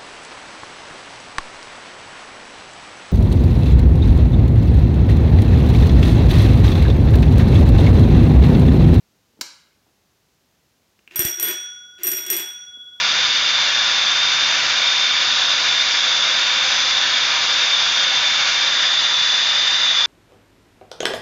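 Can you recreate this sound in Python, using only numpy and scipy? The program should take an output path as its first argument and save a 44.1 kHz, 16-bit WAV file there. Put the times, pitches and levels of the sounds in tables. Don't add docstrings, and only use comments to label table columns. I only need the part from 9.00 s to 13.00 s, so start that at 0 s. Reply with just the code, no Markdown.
import sys
import numpy as np
from scipy import signal
from scipy.io import wavfile

SR = 44100
rng = np.random.default_rng(int(sys.argv[2]) if len(sys.argv) > 2 else 0)


def transcribe(signal):
    frames = np.atleast_2d(signal).T
    limited = np.clip(frames, -1, 1)
    pcm = np.round(limited * 32767).astype(np.int16)
    wavfile.write(sys.argv[1], SR, pcm)


N = 4 * SR


def amp(db):
    return 10 ** (np.asarray(db) / 20)

def unit_rms(x):
    return x / np.sqrt(np.mean(x ** 2) + 1e-20)

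def curve_at(points, hz):
    freqs, values = np.transpose(points)
    return np.interp(np.log(hz + 1), np.log(freqs + 1), values)

def add(mix, start_s, sound):
    part = mix[round(start_s * SR):][:len(sound)]
    part += sound[:len(part)]

def decay(t, t60):
    return np.exp(-np.log(1000) * t / t60)

def mode(hz, t60):
    t = np.arange(SR // 2) / SR
    return np.cos(2 * np.pi * hz * t) * decay(t, t60)

def colour(x, spectrum, size=4096):
    log_gain = np.log(amp(curve_at(spectrum, abs(np.fft.fftfreq(size, 1 / SR)))))
    response = np.exp(np.conj(signal.hilbert(log_gain)))
    taps = np.fft.ifft(response).real[:size // 2]
    return signal.oaconvolve(x, taps / np.linalg.norm(taps))[:N]

def high_pass(x, hz):
    return signal.sosfilt(signal.butter(4, hz, "highpass", fs=SR, output="sos"), x)

def impacts(events, spectrum, t60):
    out, t = np.zeros(N), np.arange(SR // 10) / SR
    for start_s, db in events:
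        burst = rng.choice([-1., 1.], len(t)) * decay(t, t60)
        add(out, start_s, amp(db) * burst / np.linalg.norm(burst))
    return colour(out, spectrum)


# (frequency [Hz], t60 [s])
REVERB_TIMES = [(155, 0.01), (410, 0.31), (1110, 0.6047), (2010, 0.723), (3010, 0.63), (6510, 0.4264),
                (10010, 0.48), (15900, 0.09)]
# (frequency [Hz], relative level [dB])
REVERB_SPECTRUM = [(62, -7), (305, 6), (2010, -2.5), (7010, 0.5), (9010, -6), (15900, 0.5)]
def room(x, wet_db, size=256):
    hz, t, bands = signal.stft(rng.standard_normal(SR), SR, nperseg=size)
    bands = bands * decay(t, curve_at(REVERB_TIMES, hz)[:, None])
    bands *= amp(curve_at(REVERB_SPECTRUM, hz))[:, None]
    build_up = np.minimum(t / 0.0027, 1)
    tail = signal.istft(bands * build_up, SR, nperseg=size)[1]
    tail /= np.linalg.norm(tail)
    add(tail, start_s=0.037, sound=amp([-19]))
    return x + amp(wet_db) * signal.fftconvolve(x, tail)[:N]


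# (frequency [Hz], relative density [dB])
BACKGROUND_SPECTRUM = [(25, -15.5), (45, -3), (75, 0), (200, 0), (450, -4.5), (620, -6.5), (1100, -9.5),
                       (2200, -11.5), (4200, -11.5), (6600, -13), (8600, -20), (14500, -19), (15900, -25)]
def background():
    return amp(-64.5) * unit_rms(colour(rng.standard_normal(N), BACKGROUND_SPECTRUM))


# (time [s], level [dB])
HAND_BUMPS = [(.335, -5), (.37, -1), (.39, 5.5), (.865, -2.5), (.89, -5), (3.772, -1.5)]
# (frequency [Hz], relative density [dB])
BUMP_SPECTRUM = [(40, -32), (170, -2), (310, 0.5), (650, -6.5), (1200, -18), (4000, -38), (15000, -44)]
def hand_bumps():
    return room(amp(-32) * impacts(HAND_BUMPS, BUMP_SPECTRUM, t60=0.06), wet_db=-11)


# (time [s], level [dB])
SWITCH_SNAPS = [(0.4104, -11), (0.4112, 0), (0.413, -2), (0.4152, -5.5), (0.4174, -9.5)]
# (frequency [Hz], relative density [dB])
SWITCH_SPECTRUM = [(30, -35), (85, -4), (170, -18.5), (290, 2.5), (450, -16), (1000, -5.5), (2000, -1.5),
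                   (2700, -0.5), (3200, -8.5), (4100, 4), (5300, 4), (7100, -2), (8700, -11.5),
                   (14000, -15), (15900, -16.5)]
def rocker_switch():
    out = amp(1.5) * impacts(SWITCH_SNAPS, SWITCH_SPECTRUM, t60=0.018)
    add(out, SWITCH_SNAPS[-1][0], amp(-47.5) * mode(hz=293, t60=0.14))
    return room(out, wet_db=-7)


# (time [s], level [dB])
SLACK_TICKS = [(1.991, -11), (2.0762, -1.5), (2.111, -3), (2.148, -1), (2.982, -6.5)]
# (frequency [Hz], relative density [dB])
TICK_SPECTRUM = [(150, 4), (350, 5), (900, 1.5), (2700, 21), (3800, 1), (7000, -2), (11000, -14),
                 (16000, -7)]
def slack_ticks():
    return room(amp(-19.5) * impacts(SLACK_TICKS, TICK_SPECTRUM, t60=0.015), wet_db=-10)


# (time [s], level [dB])
GEAR_ENVELOPE = [(2.106, -30), (2.114, -19), (2.151, -19.5), (2.166, -5), (2.201, -.5), (2.236, -6),
                 (2.261, -0.5), (2.301, -11.5), (2.341, -39), (2.381, -14.5), (2.421, -2), (2.511, -0.5),
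                 (2.531, -11), (2.601, -49), (2.976, -53), (2.985, -20.5), (3.019, -16.5), (3.041, -7),
                 (3.081, -.5), (3.106, -14.5), (3.134, -3), (3.156, -22.5), (3.186, -2.5), (3.216, -21),
                 (3.281, -10), (3.311, -1.5), (3.406, -5), (3.441, -18), (3.521, -40)]
# (frequency [Hz], relative density [dB])
GEAR_SPECTRUM = [(40, -40), (105, -18), (185, -6.5), (285, -8), (485, -7), (1110, -7.5), (1760, 2),
                 (2810, 1), (3610, -5), (5010, -10), (6810, -11), (9010, -25.5), (13010, -21), (15900, -25)]
# (frequency [Hz], level [dB], t60 [s])
BOARD_MODES = [(345.7, -33, .18), (373, -38.5, .12), (393, -45.5, .1), (598, -48.5, 0.13)]
def gears(contacts_per_s=1400, spread_db=3):
    envelope_db = np.interp(np.arange(N) / SR, *np.transpose(GEAR_ENVELOPE), left=-120, right=-120)
    strengths = amp(spread_db * np.minimum(rng.exponential(1, N), 3)) * rng.choice([-1, 1], N)
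    contacts = rng.random(N) < contacts_per_s / SR
    teeth = amp(envelope_db) * unit_rms(strengths * contacts)
    board_response = sum(amp(db) * mode(hz, t60) for hz, db, t60 in BOARD_MODES)
    board = signal.oaconvolve(teeth, board_response)[:N]
    rattle = high_pass(colour(teeth, GEAR_SPECTRUM) + board, hz=180)
    return room(amp(-32) * rattle, wet_db=-5)


# (time [s], low modes [dB], middle modes [dB], high modes [dB], click [dB])
CLAPPER_BLOWS = [(2.1588, -2.5, -1.5, -2, -4.5), (2.1922, 0.5, -1.5, 3.5, 2), (2.2226, -4.5, -2.5, -15, -4),
                 (2.2502, 4, 0, -1, 1), (2.2591, -1.5, -1, -6.5, -7), (2.276, -15.5, -0.5, -12, -7.5),
                 (2.3982, -5.5, 2, -4.5, -2), (2.4275, 4, -0.5, 2.5, -2.5), (2.454, 5, -11, -4, -7),
                 (2.4841, 3, -3.5, -3.5, -5), (2.513, -6.5, -1.5, -21, -9), (2.5343, -5.5, -5, -23.5, -13),
                 (3.0337, -2, 2, -1, -6), (3.0691, -0.5, 1.5, 2.5, -3.5), (3.1164, -2, -1.5, -3, -3),
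                 (3.1693, -5.5, -6, -8.5, -10.5), (3.2642, -2, -4.5, -13.5, -8), (3.3015, -1.5, 2.5, 2, 0),
                 (3.3323, -3.5, -3, -6.5, -2), (3.3656, -5, -7.5, -2.5, -4.5),
                 (3.3961, -3.5, -4.5, -25, -7)]
# (frequency [Hz], relative density [dB])
CLICK_SPECTRUM = [(40, -45.5), (210, -21.5), (1010, -14), (2510, -9), (5010, -7.5), (7010, 1), (10010, -4),
                  (12510, -15), (15900, -12.5)]
def clapper():
    clicks = [(start_s, db) for start_s, *_, db in CLAPPER_BLOWS]
    return room(amp(-1.5) * impacts(clicks, CLICK_SPECTRUM, t60=0.013), wet_db=-8.5)


# (frequency [Hz], level [dB], t60 [s])
MODE_HZ = [1448.5, 1473, 3364.6, 3380.3, 5679.5, 5747, 6735, 8490, 8618, 9113, 11788, 12000, 15585, 15690]
MODE_DB = [-47, -53, -32, -42.5, -28, -29.5, -54, -37.5, -27.5, -53.5, -33.5, -16, -42, -48]
MODE_T60 = [3.5, 4.6, 2.36, 2.5, 1.2, 1.18, 0.71, .48, 0.42, 0.85, 0.39, 0.25, .34, .26]
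REGISTER_EDGES = [4500, 7500]
# (time [s], lower 3.4 kHz [dB], upper 3.4 kHz [dB], lower 5.7 kHz [dB], upper 5.7 kHz [dB])
PAIR_SWELLS = [(2.15, -2.5, 2.5, 0, -1), (2.37, -5, 3, 2.5, 2.5), (2.46, -0.5, -14, -5.5, -0.5),
               (2.64, 1.5, -11, -3, 2.5), (3.0, -5, -13, -5, -2.5), (3.2, -1, -6, 4.5, -1.5),
               (3.43, 5, 0.5, -1.5, -3.5), (3.63, -0.5, 2.5, -2, 5), (3.8, 7.5, 7, -7, -7.5),
               (4.0, 7, 5, -1, -4)]
def dome(contact_db=-1.92):
    t, out = np.arange(N) / SR, np.zeros(N)
    starts = [round(blow[0] * SR) for blow in CLAPPER_BLOWS] + [N]
    quarter_turns = 1j * rng.choice([-1, 1], (len(MODE_HZ), len(CLAPPER_BLOWS)))
    swell_s, *swell_db = np.transpose(PAIR_SWELLS)
    swells = dict(zip([hz for hz in MODE_HZ if 3000 < hz < 6000], swell_db))
    for hz, db, t60, turns in zip(MODE_HZ, MODE_DB, MODE_T60, quarter_turns):
        column = 1 + np.searchsorted(REGISTER_EDGES, hz)
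        phasor, partial = 0j, np.zeros(N)
        for blow, start, end, turn in zip(CLAPPER_BLOWS, starts, starts[1:], turns):
            kick = amp(db + blow[column]) * turn * np.exp(1j * np.angle(phasor))
            phasor = phasor * amp(contact_db) + kick
            age = t[:end - start + 1]
            ring = phasor * np.exp(2j * np.pi * hz * age) * decay(age, t60)
            partial[start:end], phasor = ring[:-1].real, ring[-1]
        if hz in swells:
            partial *= amp(np.interp(t, swell_s, swells[hz]))
        out += partial
    return room(out, wet_db=-10)


# (time [s], level [dB])
LEVER_KNOCKS = [(2.1915, -18), (2.249, -14.5)]
def lever_knocks(hz=134, t60=0.015):
    out, t = np.zeros(N), np.arange(SR // 10) / SR
    for start_s, db in LEVER_KNOCKS:
        add(out, start_s, amp(db) * np.sin(2 * np.pi * hz * t) * decay(t, t60))
    return out


def scene():
    mix = background() + hand_bumps() + rocker_switch() + slack_ticks()
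    mix += gears() + clapper() + dome() + lever_knocks()
    return mix[None]

def record(dry):
    low_pass = signal.firwin(511, 16000, window=("kaiser", 9), fs=SR)
    return signal.oaconvolve(high_pass(dry, hz=40), low_pass[None], "same")


dry = scene()
out = record(dry)
transcribe(out)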